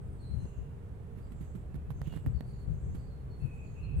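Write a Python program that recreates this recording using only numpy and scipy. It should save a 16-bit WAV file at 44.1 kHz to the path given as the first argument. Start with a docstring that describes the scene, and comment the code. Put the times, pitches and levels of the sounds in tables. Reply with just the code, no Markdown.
"""A concrete path outdoors, where a butterfly flaps and its wings faintly brush the ground.
Close to the right microphone, light contacts, probably fingers shifting on the case, give soft thuds,
dry ticks and a short rub. A breeze rumbles on both microphones.
Far off, birds whistle and twitter thinly over the hum of a town."""
import sys
import numpy as np
from scipy import signal
from scipy.fft import rfft, irfft
from scipy.io import wavfile
from scipy.ndimage import uniform_filter1d

SR = 44100
rng = np.random.default_rng(int(sys.argv[2]) if len(sys.argv) > 2 else 0)


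def store_wav(level_fs):
    """Save 16-bit WAV to argv[1]."""
    pcm = np.round(np.clip(np.atleast_2d(level_fs), -1, 1) * 32767)
    wavfile.write(sys.argv[1], SR, pcm.T.astype(np.int16))


N = 176400
TIME = np.arange(N) / SR


def undb(db):
    """Decibels to gain."""
    return 10 ** (np.asarray(db) / 20)


def unit(x):
    """Scale to rms 1."""
    return x / np.sqrt(np.mean(x ** 2))


def colour(x, points):
    """Give x a spectrum of (Hz, relative dB) points; rms 1."""
    hz, db = np.array(points).T
    freqs = np.maximum(np.fft.rfftfreq(N, 1 / SR), 1)
    gain = undb(np.interp(np.log(freqs), np.log(hz), db))
    return unit(irfft(rfft(x) * gain, N))


def wander(rate):
    """A smooth random curve that changes rate times a second; rms 1."""
    hold = int(SR / rate)
    steps = np.repeat(rng.standard_normal(N // hold + 1), hold)
    return unit(uniform_filter1d(uniform_filter1d(steps, hold), hold)[:N])


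def grains(rough_db):
    """Dense tiny clicks of uneven size."""
    return rng.standard_normal(N) * undb(rough_db * wander(1500))


def swells(rows):
    """Envelope of bell-shaped swells."""
    return sum(undb(db) * np.exp(-.5 * ((TIME - at) / half) ** 2) for at, half, db in rows)


def add(out, at, sound):
    """Mix a sound in at a time in seconds."""
    i = int(at * SR)
    out[i:i + len(sound)] += sound[:max(N - i, 0)]


def sides(left_db=0, right_db=0):
    """Gains for the two microphones."""
    return undb([[left_db], [right_db]])


# Wing strokes on the path. Each row: peak time and half length in seconds, level on the left in dB.
WING_STROKES = [(2.495, 0.034, -72.5), (2.62, 0.026, -74), (3.44, 0.043, -72.5), (3.555, 0.019, -75)]
# Their thin hiss. Each row: frequency in Hz, relative level in dB.
WING_SPECTRUM = [(3000, -27), (6000, -5), (8000, 4), (11000, 1.5), (13000, -13), (16000, -7)]

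def wings():
    """Wing edges scrape over the grain of the concrete, left of centre."""
    scrape = np.array([colour(grains(rough_db=4), WING_SPECTRUM) for _ in range(2)])
    return scrape * swells(WING_STROKES) * sides(right_db=-7)


# Soft contacts close to the right microphone. Each row: time in seconds, thud level in dB,
# thud pitch in Hz, grit level in dB, grit decay time in seconds.
TOUCHES = [(1.173, -39.5, 221, -62.5, 0.037), (1.319, -37.5, 212, -55, 0.008),
           (1.408, -30, 161.4, -58.5, 0.032), (1.55, -30, 188, -57, 0.016), (1.743, -33, 168, -61, 0.011),
           (1.756, -27, 142, -55, 0.0057), (1.904, -29, 130, -53, 0.014), (2.016, -30, 134, -76, 0.012),
           (2.071, -26.5, 129, -54, 0.0071), (2.077, -25.5, 138, -64, 0.012),
           (2.123, -30.5, 127, -53, 0.0078), (2.14, -37, 124, -61, 0.038), (2.161, -25, 144, -55, 0.01),
           (2.175, -60, 151, -73, .009), (2.267, -21, 128, -58.5, 0.015), (2.407, -49, 170, -60, 0.0044),
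           (2.947, -30.5, 163, -56, 0.023)]
# Friction on the case. Each row: frequency in Hz, relative level in dB.
GRIT_SPECTRUM = [(500, -25), (1000, 4), (3000, -6.5), (5500, -16.5), (9500, -15), (11500, -6.5),
                 (12600, -12), (13600, -24), (16000, -31)]
THUD_RISE_S, THUD_FALL_S = .003, .0098
GRIT_ROUGH_DB, GRIT_LEFT_DB = 2, -15

def touches():
    """Each soft contact thuds in the case and slides a little, with a gritty hiss."""
    t = TIME[:N // 20]
    thuds, slide = np.zeros(N), np.zeros(N)
    envelope = (1 - np.exp(-t / THUD_RISE_S)) ** 2 * np.exp(-t / THUD_FALL_S)
    envelope /= envelope.max()
    for at, thud_db, hz, grit_db, decay_s in TOUCHES:
        phase = 2 * np.pi * hz * t
        overtone = undb(-4) * np.sin(1.93 * phase) * np.exp(-t / .006)
        add(thuds, at - THUD_RISE_S, undb(thud_db) * envelope * (np.sin(phase) + overtone))
        add(slide, at, undb(grit_db) * np.exp(-t / decay_s))
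    slide = uniform_filter1d(slide, size=260)  # the contact builds over a few ms
    grit = np.array([colour(grains(GRIT_ROUGH_DB), GRIT_SPECTRUM) for _ in range(2)])
    return thuds * sides(left_db=-20.5) + slide * grit * sides(left_db=GRIT_LEFT_DB)


# Dry ticks close to the right microphone. Each row: start in seconds, ring level in dB,
# ring pitch in Hz, snap level in dB, case level in dB.
TICKS = [(0.455, -48, 655, -63, -45), (1.744, -56, 1890, -49, -49), (1.905, -32.5, 1050, -43, -47),
         (2.017, -39, 1920, -39.5, -40.5), (2.127, -65, 1740, -66, -44), (2.1381, -55, 1860, -67, -43),
         (2.174, -45, 1940, -55, -45.5), (2.2627, -39.5, 1840, -40.5, -41.5),
         (2.408, -39.5, 1860, -43, -38.5)]
# Modes of the case. Each row: frequency in Hz, dB above the tick's case level, seconds to fall 60 dB.
CASE_MODES = [(217, 13.5, 0.02), (530, 11, 0.0059), (4200, -4, 0.0033), (6230, -19, 0.0027)]
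RING_T60_S, RING_RISE_S, SNAP_DECAY_S = .008, .0002, .0005

def ticks():
    """A bright snap, then a few milliseconds of ringing in the case."""
    t = TIME[:N // 80]
    rings, snaps = np.zeros(N), np.zeros(N)

    def mode(hz, t60):
        """One damped resonance."""
        return np.sin(2 * np.pi * hz * t) * np.exp(-np.log(1000) * t / t60)

    case = sum(undb(db) * mode(hz, t60) for hz, db, t60 in CASE_MODES)
    attack = 1 - np.exp(-t / RING_RISE_S)
    for at, ring_db, hz, snap_db, case_db in TICKS:
        ring = undb(ring_db) * mode(hz, RING_T60_S) - undb(case_db) * case
        add(rings, at, ring * attack)
        add(snaps, at, undb(snap_db) * np.exp(-t / SNAP_DECAY_S))
    grit = colour(rng.standard_normal(N), GRIT_SPECTRUM)
    return (rings + snaps * grit) * sides(left_db=-18)


# Rubs on the case. Each row: peak time and half length in seconds, level on the right in dB.
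RUBS = [(2.065, 0.029, -64), (2.15, 0.036, -63.5)]
# Their rasp. Each row: frequency in Hz, relative level in dB.
RUB_SPECTRUM = [(800, -20), (2000, -2.5), (3000, 6), (4000, -3), (5200, -14), (8000, -15), (16000, -14)]

def rubs():
    """A finger slides over the case beside the right microphone."""
    rasp = colour(grains(GRIT_ROUGH_DB), RUB_SPECTRUM)
    return rasp * swells(RUBS) * sides(left_db=GRIT_LEFT_DB)


# Breeze right on the microphones. Each row: time in seconds, left and right level in dB before trim.
BREEZE_LEVELS = [(0, -38.5, -45.5), (.6, -45.5, -46.5), (1.15, -44, -44.5), (1.498, -43, -41.5),
                 (1.95, -35, -44), (2.25, -41.5, -37), (2.52, -39.5, -44), (2.9, -38, -37.5),
                 (3.2, -41.5, -45.5), (3.7, -40, -48.5), (4, -37.5, -24.5)]
# Gusts on the left. Each row: peak time and half length in seconds, level in dB before trim.
GUSTS = [(.36, .035, -27), (.44, .015, -32), (.6, .025, -32), (2.285, .025, -25), (2.36, .02, -30),
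         (2.71, .03, -26), (2.89, .04, -32), (3.45, .02, -26), (3.985, .02, -23)]
# The rumble of both. Each row: frequency in Hz, relative level in dB.
WIND_SPECTRUM = [(15, -18), (28, -32), (48, -1), (68, 3), (90, -4.5), (125, -2), (165, -9.5), (230, -23),
                 (400, -34), (1000, -54.5), (3000, -63.5), (16000, -120)]
BREEZE_TRIM_DB, GUST_TRIM_DB, SHARED_POWER = -2.5, -.5, .45

def breeze():
    """Eddies rumble on both microphones, partly shared; gusts catch the left one."""
    times, left_db, right_db = np.array(BREEZE_LEVELS).T
    shared, left, right, gust = (colour(rng.standard_normal(N), WIND_SPECTRUM) for _ in range(4))

    def rumble(own, db):
        """The eddies at one microphone."""
        eddies = np.sqrt(SHARED_POWER) * shared + np.sqrt(1 - SHARED_POWER) * own
        return eddies * undb(np.interp(TIME, times, db) + BREEZE_TRIM_DB)

    gusts = gust * swells(GUSTS) * undb(GUST_TRIM_DB)
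    return np.array([rumble(left, left_db) + gusts, rumble(right, right_db)])


# Distant whistles and chirps. Each row: start and length in seconds, pitch, glide and quiver in Hz,
# level in dB, the echo's share of the power from 0 to 1.
WHISTLES = [(.185, 0.07, 4440, -380, 81, -65.5, 0.8), (.228, 0.047, 4117, -19, 52, -59, 0.83),
            (.29, 0.067, 4160, 62, 9.7, -65.5, 0.65), (.38, 0.054, 4116, -48, 28, -68, 0.44),
            (.24, .09, 8330, -3, 34, -79, 0.8), (.39, 0.075, 6100, 60, 81, -76, 0.5),
            (.55, .07, 6270, -2, 57, -78, 0.4), (.37, 0.22, 2800, -40, 100, -75.5, 1),
            (.61, 0.068, 2780, 20, 83, -72.5, 1), (1.194, 0.072, 4530, 194, 180, -78, .9),
            (1.39, 0.07, 6150, 200, 62, -87, 0.6), (1.682, .24, 2608, -17, 48, -83.5, 0.72),
            (1.91, 0.15, 6240, 250, 91, -77, .9), (2.08, 0.088, 2900, -110, 29, -65.5, 0.3),
            (2.328, 0.081, 4500, -86, 104, -69.5, 0.88), (2.44, 0.14, 4470, -65, 180, -73, 0.8),
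            (2.58, 0.064, 4380, -66, 90, -70, 0.7), (2.5, 0.093, 7000, -100, 150, -77, .9),
            (2.93, 0.17, 4510, -120, 200, -76.5, 0.9), (3.08, 0.082, 4290, -53, 60, -73, 0.86),
            (3.29, 0.084, 4356, -69, 41, -70, 0.6), (3.39, 0.045, 4260, 50, 35, -69, 0.76),
            (3.391, 0.27, 2567, -68, 69, -65, 0.96), (3.63, 0.069, 4530, -250, 170, -74, .9),
            (3.74, 0.22, 2610, -25.5, 102, -63, 0.96), (3.819, 0.056, 4165, 56, 15, -65, 0.46),
            (3.955, 0.036, 8610, -350, 76, -58, 1)]
# High phrases, far off. Each row: start and length in seconds, pitch, drift and scatter in Hz,
# base level in dB.
TWITTERS = [(-.03, 0.36, 8950, -600, 1000, -81.5), (0.185, 0.31, 9050, -100, 496, -80.5),
            (0.319, 0.25, 7050, -100, 890, -77.5), (1.197, .4, 8080, -350, 558, -79.5),
            (1.317, 0.19, 6950, 0, 550, -83.5), (1.925, 0.39, 7540, 300, 750, -79),
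            (2.66, 0.36, 7470, 102, 1053, -77), (3.469, 0.33, 7390, -100, 703, -78.5)]
NOTES_PER_S, BIRD_FADE_S, ECHO_T60_S = 80, .03, .52

def birds():
    """Thin whistles and quick twitters; the farther the bird, the more is echo from walls and trees."""
    direct, reflected = np.zeros(N), np.zeros(N)
    quiver = wander(900)
    tail = rng.standard_normal((2, N // 4)) * np.exp(-np.log(1000) * TIME[:N // 4] / ECHO_T60_S)
    tail /= np.sqrt(np.sum(tail ** 2, axis=1, keepdims=True))

    def note(at, length, hz, glide_hz, quiver_hz, db, echo):
        """One gliding, quivering tone, split between the direct path and the echo."""
        t = TIME[:int(length * SR)]
        pitch = hz + glide_hz * t / length + quiver_hz * np.roll(quiver, -int(at * SR))[:len(t)]
        fade = np.clip(np.minimum(t, length - t) / min(BIRD_FADE_S, length / 2), 0, 1)
        tone = undb(db) * np.sqrt(2) * fade * np.sin(2 * np.pi * np.cumsum(pitch) / SR)
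        add(direct, max(at, 0), np.sqrt(1 - echo) * tone)
        add(reflected, max(at, 0), np.sqrt(echo) * tone)

    for whistle in WHISTLES:
        note(*whistle)
    for at, length, hz, drift_hz, scatter_hz, base_db in TWITTERS:
        jitter = rng.uniform(-1, 1, size=(int(length * NOTES_PER_S), 3))
        for k, (late, high, loud) in enumerate(jitter):
            since = (k + late / 2) / NOTES_PER_S
            pitch = hz + drift_hz * since / length + scatter_hz * high
            arch_db = 6 * np.sin(np.pi * since / length) - 1.5  # loudest in mid-phrase
            db = base_db + arch_db + 2 * loud
            note(at + since, length=.029, hz=pitch, glide_hz=-327, quiver_hz=110, db=db, echo=.91)
    return direct + signal.fftconvolve(reflected[None], tail, axes=1)[:, :N]


# Far traffic and open air. Each row: frequency in Hz, relative level in dB.
TRAFFIC_SPECTRUM = [(40, -5.5), (70, 0.5), (150, -4.5), (220, -13.5), (310, -20), (420, -18.5),
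                    (600, -24.5), (1000, -30.5), (1500, -35.5), (2400, -42.5), (4000, -51), (5500, -56),
                    (8000, -51.5), (11000, -54.5), (13500, -58), (16000, -59.5)]
# Far machinery. Each row: pitch in Hz, mean level on the left in dB.
MACHINE_TONES = [(398, -71.5), (459, -71)]
TRAFFIC_DB, ALIKE_BELOW_HZ, LEFT_LAG_S = -48.5, 660, .0004

def town():
    """Far traffic, alike on both sides in the bass, and a wavering machine hum, off to the right."""
    alike = 1 / (1 + (np.fft.rfftfreq(N, 1 / SR) / ALIKE_BELOW_HZ) ** 4)
    mid, side = (rfft(rng.standard_normal(N)) * np.sqrt(1 + sign * alike) for sign in (1, -1))
    noise = irfft(np.array([mid + side, mid - side]), N)
    traffic = colour(noise, TRAFFIC_SPECTRUM) * undb(TRAFFIC_DB)
    hum = np.zeros(N)
    for hz, db in MACHINE_TONES:
        level = undb(db + 2 * wander(6.71))
        pitch = hz + 3 * wander(15)
        hum += level * np.sqrt(2) * np.sin(2 * np.pi * np.cumsum(pitch) / SR)
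    left, right = traffic + hum
    return np.array([np.roll(left, int(LEFT_LAG_S * SR)), right]) * sides(right_db=4.5)


def scene():
    """Everything that reaches the two microphones on the path."""
    return wings() + touches() + ticks() + rubs() + breeze() + birds() + town()


def record(dry):
    """The recorder cuts the treble steeply above 15.9 kHz."""
    return signal.sosfilt(signal.ellip(10, .1, 70, 15900, fs=SR, output="sos"), dry)


dry = scene()
out = record(dry)
store_wav(out)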